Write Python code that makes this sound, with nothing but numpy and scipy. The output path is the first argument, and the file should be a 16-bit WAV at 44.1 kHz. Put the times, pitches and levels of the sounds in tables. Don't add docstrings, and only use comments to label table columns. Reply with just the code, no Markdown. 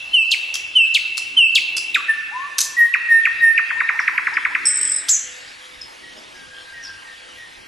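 import sys
import numpy as np
from scipy import signal
from scipy.io import wavfile
from scipy.ndimage import uniform_filter1d

SR = 44100
rng = np.random.default_rng(int(sys.argv[2]) if len(sys.argv) > 2 else 0)


def store_pcm(level_fs):
    pcm = np.round(np.clip(level_fs, -1, 1) * 32767).astype(np.int16)
    wavfile.write(sys.argv[1], SR, np.atleast_2d(pcm).T)


def makeup_ratio(level_db):
    decades = np.asarray(level_db, float) / 20
    return 10 ** decades


N = 338247
LEAD_IN_S = 1.2

# (frequency [Hz], level per Hz [dB])
WASH_SPECTRUM = [(15, -34), (25, -9), (71, -6), (424, -10), (508, -2), (594, -6), (833, -2), (1360, -4.5),
                 (1860, -2.5), (2230, -2.5), (3130, -4.5), (9320, -17.5), (10300, -15), (11500, -53),
                 (12400, -41), (16100, -82), (22000, -120)]
# (start [s], end [s], level [dB])
DRONE_SWELLS = [
    (1.3, 1.9, -54),
    (4.3, 4.95, -51),
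    (6.12, 6.3, -53),
    (7.6, 7.9, -57),
]
# (time [s], level [dB])
CHORUS_LEVEL = [(0, -44), (2.5, -49.5), (5.2, -42), (6.0, -47.5), (6.6, -48), (7.67, -48.5)]
# (frequency [Hz], correlation [-1..1])
PORT_LIKENESS = [(30, 0.85), (100, 1), (300, 0.23), (700, 0.39), (1500, 0.88), (4000, 0.85), (12000, 0.58)]
# (frequency [Hz], lead [rad])
PORT_LEAD = [(30, 0.3), (70, -0.9), (150, 2), (300, 1.5), (700, 2.5), (1500, 1.54), (4000, 0)]
# (frequency [Hz], gain [dB])
SIDE_GAIN = [(1000, 2), (2500, 5), (4000, -8.5), (7000, -7), (12000, -2.5)]

# (multiple [ratio], level [dB])
HIGH_TONE = [(1, 1.5), (2, -36), (3, -31.5), (4, -52)]
LOW_TONE = [(1, 1), (2, -39), (3, -49), (5, -38.5), (6, -34.5)]
CHIRP_TONE = [(1, 0), (2, -24.5), (3, -23.5)]
DROP_TONE = [(1, 0), (2, -38), (3, -44)]
TRILL_TONE = [(1, 0), (2, -42)]
BUZZ_TONE = [(3, 0), (3.8, -27), (4.25, -38)]

# (time from syllable start [s], pitch [Hz], level [dB])
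HIGH_WHISTLE_SHAPE = [(0, 3070, -15), (.013, 3070, 1), (0.029, 2906, -3.5), (.05, 2712, -4),
                      (.1, 2590, -8.5), (.108, 2540, -19)]
SWOOP_SHAPE = [(-.004, 7800, -16.5), (0, 5760, -17), (.003, 4260, -2), (.007, 3280, -1.5),
               (.015, 2750, -6.5), (.024, 2350, -8), (.034, 2000, -15.5)]
HOOK_SHAPE = [(-.002, 4025, -10), (.001, 3800, -4.5), (.0035, 3497, -5.5), (.005, 2435, -2.5),
              (.008, 2572, 2.5), (.012, 2078, -5.5), (.019, 1500, -8.5), (.035, 1160, -22.5),
              (.065, 1149, -21.5)]
DROP_SHAPE = [(-.002, 3040, -37), (.001, 2603, 1), (.004, 2374, -4.5), (.01, 1746, -9.5),
              (.018, 1280, -19.5), (0.027, 913, -38)]
GRACE_SHAPE = [(-.018, 788, -16), (-.006, 913, -14), (.004, 1000, -8), (.014, 1047, -16)]
TRILL_SHAPE = [(-.001, 2790, -9), (.0015, 2476, -2.5), (.004, 1955, -0.5), (.007, 1563, -10.5),
               (.013, 1180, -18.5), (.021, 909, -34.5)]
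BUZZ_SHAPE = [(-.003, 2800, -23), (.001, 2754, -2), (.004, 2725, -2), (.007, 2640, -8), (0.013, 2487, -13)]
FLOURISH_SHAPE = [(-.008, 2546, -19), (-.002, 4200, -16), (.004, 6990, 0), (.008, 7900, -1),
                  (.02, 7420, -2.5), (0.039, 6750, -4.5), (.066, 6110, -8.5), (0.079, 5850, -13.5)]

# (time [s], level [dB])
EARLIER_WHISTLES = [
    (-0.39, -1),
    (-1.1, -15),
]
# (time [s], level [dB], pitch factor [ratio], time stretch [ratio])
HIGH_WHISTLES = [
    (.131, -10.5, 1.0, 1.0),
    (.751, -9, 1, 1.02),
    (1.365, -8, 1.01, 1.05),
]
# (start [s], length [s], held pitch [Hz], level [dB])
LEVEL_WHISTLES = [
    (2.082, .055, 1764, -13),
    (2.765, 0.11, 1876, -10),
    (3.085, 0.13, 1824, -11),
    (3.405, 0.14, 1823, -11),
]
# (time [s], pitch [Hz], level [dB])
RISING_WHISTLE = [(2.31, 780, -44), (2.324, 845, -42.5), (2.336, 959, -37), (2.358, 1001, -29),
                  (2.452, 1150, -32.5), (2.48, 1156, -38)]
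# (time [s], level [dB], pitch factor [ratio])
SWOOPS = [
    (.315, -8, 1.036),
    (.945, -8, 1.005),
    (1.553, -6.5, 1.036),
]
HOOKS = [
    (1.945, -9, 1.0),
]
DROPS = [(2.939, -6, 1.0), (3.254, -5.5, 0.99), (3.578, -5.5, 1)]
GRACES = [(3.772, -30, 1.0), (3.957, -29, 0.96), (4.15, -27.5, 1.0), (4.335, -27.5, 0.97), (4.52, -28, 1.0)]
TRILL_DROPS = [(3.704, -7.5, 0.86), (3.8045, -2, 0.9), (3.8899, -1, 0.94), (3.991, -2, 0.9),
               (4.0784, -0.5, 0.95), (4.179, -1.5, 0.94), (4.2693, -2.5, 0.9), (4.369, -2, 0.94),
               (4.4512, -2, 0.93), (4.55, -2.5, 0.99)]
FLOURISHES = [
    (5.091, -11, 0.99),
]
# (time [s], level [dB])
BUZZ_PULSES = [(4.6546, -9), (4.6682, -2), (4.683, -4.5), (4.697, -11), (4.7107, -7), (4.7248, -13),
               (4.741, -10), (4.755, -11), (4.769, -8.5), (4.7844, -10.5), (4.8117, -8), (4.8299, -7),
               (4.8506, -9), (4.8743, -11.5), (4.8958, -11), (4.9176, -7.5), (4.9402, -10.5), (4.9615, -11),
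               (4.9831, -16)]
# (time [s], level [dB], length [s], beak resonance factor [ratio])
RASPS = [(0.54, -22, 0.0075, 0.907), (.553, -19, 0.0047, 0.794), (1.17, -28.5, 0.0062, 0.92),
         (1.177, -19, 0.0063, 0.808), (1.766, -19, 0.0076, 0.87), (1.777, -20, 0.0086, 0.813),
         (2.582, -13, 0.011, 0.937), (2.604, -14.5, 0.014, 1.06), (2.624, -28, .03, 0.97),
         (5.084, -20.5, 0.011, 0.874), (5.088, -23.5, 0.019, 1.036), (1.949, -46, 0.0042, 1.07)]
# (frequency [Hz], width [Hz], level [dB])
BEAK = [(1660, 590, -10), (4200, 1040, -2.5), (5740, 2680, 3.5), (8550, 950, -4), (11340, 1600, -4.5)]

# (delay [s], level [dB])
TRUNK_ECHOES = [(.006, -11.5), (0.015, -16), (0.022, -36)]
# (frequency [Hz], level [dB])
LEAF_SCATTER = [(1000, 2.5), (2000, -1.5), (3000, 3.5), (6000, 14.5), (12000, 9.5)]
# (frequency [Hz], t60 [s])
WOOD_T60 = [(800, 1.9), (1800, 3.78), (2800, 2.62), (5000, 0.74), (8000, 0.82), (12000, 0.34)]
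# (delay [s], spread [s], level [dB])
TREE_LINES = [(.11, 0.011, 3.5), (.26, 0.011, 3.5), (.33, 0.019, 2.5), (.47, 0.0071, 5)]
# (frequency [Hz], width [Hz], level [dB])
HOLLOWS = [(2685.5, 44, 12), (1830, 53, -1.5), (3000, 380, -5.5)]

# (start [s], length [s], first pitch [Hz], last pitch [Hz], level [dB])
FAR_CHIPS = [(5.475, 0.034, 4800, 5330, -34), (5.81, 0.037, 5300, 5150, -32),
             (6.17, 0.027, 5250, 5250, -34.5), (6.825, .06, 6100, 4700, -33.5),
             (6.54, 0.124, 3300, 3200, -39.5), (3.997, .03, 6050, 4700, -35),
             (4.332, 0.019, 6000, 4500, -32), (4.9, 0.16, 640, 640, -48.5), (6.13, 0.15, 645, 640, -47.5)]
DOVE = [(5.22, .22, 502, 500, -55), (5.58, .24, 508, 506, -58), (6.05, .15, 505, 500, -61),
        (6.45, .3, 510, 500, -58), (7.0, .18, 500, 500, -60), (7.2, .28, 500, 505, -58)]
FAR_WHISTLES = [(6.34, 0.12, 1657, 1583, -42.5), (6.5, 0.13, 1637, 1570, -40.5),
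                (6.665, 0.1, 1601, 1577, -40), (6.84, 0.12, 1612, 1574, -37.5),
                (6.02, 0.116, 1900, 1903, -42), (6.73, 0.117, 1910, 1821, -36),
                (7.04, 0.123, 1876, 1812, -40), (7.37, 0.12, 1908, 1830, -39.5)]


def evened(x):
    return x / np.sqrt(np.mean(x ** 2) + 1e-20)


def smooth_noise(count, size):
    return evened(uniform_filter1d(rng.standard_normal(count), size=size))


def blurred(x, size_0, size_1):
    return uniform_filter1d(uniform_filter1d(x, size=size_0, axis=0), size=size_1, axis=1)


def read(points, hz):
    f, value = np.transpose(points)
    return np.interp(np.log(hz + 1), np.log(f + 1), value)


def song_track():
    return np.zeros(N + round(LEAD_IN_S * SR))


def add(track, start_s, sound):
    part = track[round((start_s + LEAD_IN_S) * SR):][:len(sound)]
    part += sound[:len(part)]


def air(colour, patchy_db):
    frames, hz = N // 256 + 5, np.fft.rfftfreq(1024, 1 / SR)
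    a, b, c, d, patches = rng.standard_normal((frames, 513, 5)).T
    patches = evened(blurred(patches, 10, 14))
    same = np.clip(read(PORT_LIKENESS, hz), -1, 1)[:, None]
    left = a + 1j * b
    right = same * left + np.sqrt(1 - same ** 2) * (c + 1j * d)
    right = right * np.exp(-1j * read(PORT_LEAD, hz))[:, None]
    colour_db = read(colour, hz) - 40 * (hz > 11700)
    z = np.array([left, right]) * makeup_ratio(colour_db[:, None] + patchy_db * patches)
    return evened(signal.istft(z, nperseg=1024, noverlap=768)[1][:, :N])


def wash():
    return makeup_ratio(-45) * air(WASH_SPECTRUM, 2.2)


def rumble():
    return makeup_ratio(-74.0) * air([(40, -35), (60, 2), (75, -5.5), (100, -45.0)], 2.1)


def drone():
    t, rest_db, edge_s = np.arange(N) / SR, -62, 0.23
    level_db = rest_db
    for start, end, db in DRONE_SWELLS:
        inside = np.minimum(t - start, end - t)
        level_db = level_db + (db - rest_db) * np.clip(inside / edge_s + 1, 0, 1)
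    return makeup_ratio(level_db) * air([(150, -34), (230, -2), (300, 0.5), (420, -0.5), (600, -52)], 2.3)


def chorus():
    s, db = np.transpose(CHORUS_LEVEL)
    gain = makeup_ratio(np.interp(np.arange(N) / SR, s, db))
    return gain * air([(1200, -68), (1800, -5.5), (3000, 11), (5200, 4), (7500, -7.5)], 3.6)


def syrinx(rows, tone, flutter_db=0.5, waver=0.003, breathy=0.35, soft=0.075):
    s, hz, db = np.transpose(rows)
    t = np.arange(s[0], s[-1], 1 / SR)
    pitch_shake, level_shake, breath = [smooth_noise(len(t), size) for size in (120, 120, 50)]
    hz = np.exp(uniform_filter1d(np.interp(t, s, np.log(hz)), size=60)) * (1 + waver * pitch_shake)
    turns = np.cumsum(hz) / SR
    wave = 0
    for k, level in tone:
        blur = 1 + (k > 3) * breathy * k / 2 * breath
        wave = wave + makeup_ratio(level) * blur * np.sin(2 * np.pi * k * turns) * (k * hz < 14000)
    level_db = uniform_filter1d(np.interp(t, s, db), size=50) + flutter_db * level_shake
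    return s[0], np.sqrt(2) * wave * makeup_ratio(level_db) * signal.windows.tukey(len(t), soft)


def sing(track, shape, start_s, db, factor, tone, stretch=1, **voice):
    rows = np.array(shape) * [stretch, factor, 1] + [start_s, 0, db]
    add(track, *syrinx(rows, tone, **voice))


def high_whistles(track):
    for s, db in EARLIER_WHISTLES:
        sing(track, HIGH_WHISTLE_SHAPE, s, db - 12.5, 1, HIGH_TONE, waver=.001)
    for s, db, factor, stretch in HIGH_WHISTLES:
        sing(track, HIGH_WHISTLE_SHAPE, s, db, factor, HIGH_TONE, stretch, flutter_db=-0.23, waver=0.00054)


def resonate(x, hz, width_hz):
    return signal.lfilter(*signal.iirpeak(min(hz, 20000), hz / width_hz, SR), x)


def rasp(start_s, db, length_s, beak):
    t = np.arange(1600) / SR
    puffs = .5 + np.cos(np.pi * 480 * t + 1.0 * smooth_noise(1600, 90)) ** 2
    gate = np.clip(np.minimum(t / 0.0012, (length_s - t) / 0.0017), 0, 1)
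    drive = rng.standard_normal(1600) * puffs * gate
    rung = 0
    for hz, width_hz, level in BEAK:
        once = resonate(drive, hz * beak, width_hz)
        rung = rung + makeup_ratio(level) * resonate(once, hz * beak, width_hz)
    return start_s, makeup_ratio(db) * rung / np.sqrt(np.sum(rung ** 2) / (length_s * SR))


def chirps(track):
    for shape, times, tone in ((SWOOP_SHAPE, SWOOPS, CHIRP_TONE), (HOOK_SHAPE, HOOKS, CHIRP_TONE),
                               (DROP_SHAPE, DROPS, DROP_TONE), (GRACE_SHAPE, GRACES, CHIRP_TONE)):
        for s, db, factor in times:
            sing(track, shape, s, db, factor, tone)
    for s, db, factor in SWOOPS:
        add(track, *rasp(s - .002, db - 20.5, 0.0075, 1.27))


def rasps(track):
    for row in RASPS:
        add(track, *rasp(*row))


def level_whistle(start_s, length_s, hz, db):
    full_s, sharp_hz = start_s + 0.242 * length_s, hz * (1 + 0.02056)
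    return [(start_s, sharp_hz, db - 14), (full_s, sharp_hz, db), (full_s + 0.012, hz, db),
            (start_s + 0.74 * length_s, hz, db - 2.5), (start_s + length_s, hz * .996, db - 11.5)]


def low_whistles(track):
    for rows in [level_whistle(*row) for row in LEVEL_WHISTLES] + [RISING_WHISTLE]:
        add(track, *syrinx(rows, LOW_TONE, flutter_db=0.19, waver=0.00074))


def trill(track):
    for s, db, factor in TRILL_DROPS:
        sing(track, TRILL_SHAPE, s, db - 6.5, factor, TRILL_TONE)


def buzz(track):
    for s, db in BUZZ_PULSES:
        since_s = s - BUZZ_PULSES[0][0]
        lower_db = -19.5 + 19.5 * np.exp(-since_s / 0.011) + 21 * since_s
        tone = BUZZ_TONE + [(2.0 - 0.16 * since_s, lower_db)]
        sing(track, BUZZ_SHAPE, s, db - 5.5, 1 - .04 * since_s, tone, flutter_db=2.0, waver=0.017, soft=0.39)


def flourish(track):
    for s, db, factor in FLOURISHES:
        sing(track, FLOURISH_SHAPE, s, db, factor, [(1, 0)], flutter_db=-0.5, waver=0.0095)


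def nightingale():
    track = song_track()
    for part in (high_whistles, chirps, rasps, low_whistles, trill, buzz, flourish):
        part(track)
    return track


def trunks(x):
    path = np.zeros((2, 2000))
    for delay_s, db in TRUNK_ECHOES:
        smear = rng.standard_normal((2, 120)) * 0.13 * np.hanning(120)
        smear[:, 0] = 6
        path[:, round(delay_s * SR):][:, :120] += makeup_ratio(db) * smear / np.linalg.norm(smear[0])
    return signal.oaconvolve(x[None], path, axes=1)[:, :len(x)]


def wood(x):
    taps = np.zeros((3, 2 * SR))
    at = np.arange(200, 2 * SR - 20, 20) + rng.integers(0, 20, (3, (2 * SR - 201) // 20))
    np.put_along_axis(taps, at, rng.choice([-1., 1.], at.shape), 1)
    hz, t, z = signal.stft(taps, SR, nperseg=512)
    column_hz = hz[:, None]
    bush = makeup_ratio(-60 * t / 0.3 + read(LEAF_SCATTER, hz)[:, None])
    lines_db = sum(db * np.exp(-.5 * ((t - delay) / spread) ** 2) for delay, spread, db in TREE_LINES)
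    late = makeup_ratio(-60 * t / read(WOOD_T60, hz)[:, None] + lines_db / (1 + (column_hz / 3500) ** 4))
    late *= makeup_ratio(sum(db / (1 + ((column_hz - f) / width) ** 2) for f, width, db in HOLLOWS))
    tail = signal.istft(z * (late + bush), SR, nperseg=512)[1]
    shared = 0.58
    tail = shared * tail[2] + (1 - shared) * tail[:2]
    return signal.fftconvolve(x[None], tail / np.linalg.norm(tail[0]), axes=1)[:, :len(x)]


def arch(start_s, length_s, first_hz, last_hz, db):
    share = np.array([0, 0.18, 0.69, 1])
    level_db = db - 7.5 * np.array([1, 0, 0, 1])
    return np.transpose([start_s + share * length_s, first_hz + share * (last_hz - first_hz), level_db])


def far_birds():
    track = song_track()
    for row in FAR_CHIPS:
        add(track, *syrinx(arch(*row), [(0.98, -6.5)], flutter_db=6.5, waver=0.0087))
    for row in DOVE + FAR_WHISTLES:
        add(track, *syrinx(arch(*row), [(1, 0)], flutter_db=3.0, waver=0.0081))
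    return track


def scene():
    bird, far = nightingale(), far_birds()
    near = makeup_ratio(-1.0) * bird * makeup_ratio([[-.2], [.2]]) + trunks(bird)
    birds = near + makeup_ratio(-3.5) * far + makeup_ratio(-5.5) * wood(bird + makeup_ratio(-2) * far)
    return birds[:, -N:] + drone() + rumble() + chorus() + wash()


def masked(x):
    hz, t, z = signal.stft(x, SR, nperseg=1024, noverlap=768)
    column_hz, frame = hz[:, None], np.arange(len(t))
    band_db = 10 * np.log10(blurred(abs(z[0]) ** 2, 7, 3) + 1e-14)
    octaves = abs(np.log2((column_hz + 1) / (hz[band_db.argmax(0)] + 3)))
    after_db = uniform_filter1d((band_db - 4 * (column_hz > 2300)).max(0), size=20)
    after_db = np.interp(frame - 12, frame, after_db)
    top_db = np.interp(frame - 2, frame, uniform_filter1d(band_db.max(0), size=12))
    limit_db = np.where(column_hz < 1200, after_db - 39, top_db - 31 - 11 * octaves)
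    luck = evened(blurred(rng.standard_normal((len(t), len(hz))), 30, 6)).T
    starved = (luck > 1.45) & (column_hz > 2900)
    plain_db = uniform_filter1d(band_db, size=40, axis=0) + 8
    limit_db = np.where(starved, np.maximum(limit_db, plain_db), limit_db)
    z = z * makeup_ratio(-25 * np.clip((limit_db - band_db) / 4, 0, 1))
    z[1] *= makeup_ratio(read(SIDE_GAIN, hz))[:, None]
    return signal.istft(z, SR, nperseg=1024, noverlap=768)[1][:, :N]


def top_cut(x):
    return signal.sosfilt(signal.butter(12, 12610, fs=SR, output="sos"), x)


def record(dry):
    mid, side = masked(np.array([dry[0] + dry[1], dry[0] - dry[1]]) / 2)
    limited = np.tanh(np.array([mid + side, mid - side]) * 0.65) / 0.58
    low_pass = signal.firwin(511, 12350, window=("kaiser", 7), fs=SR)
    mix = signal.oaconvolve(limited, low_pass[None], "same")
    return top_cut(mix)


dry = scene()
out = record(dry)
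store_pcm(out)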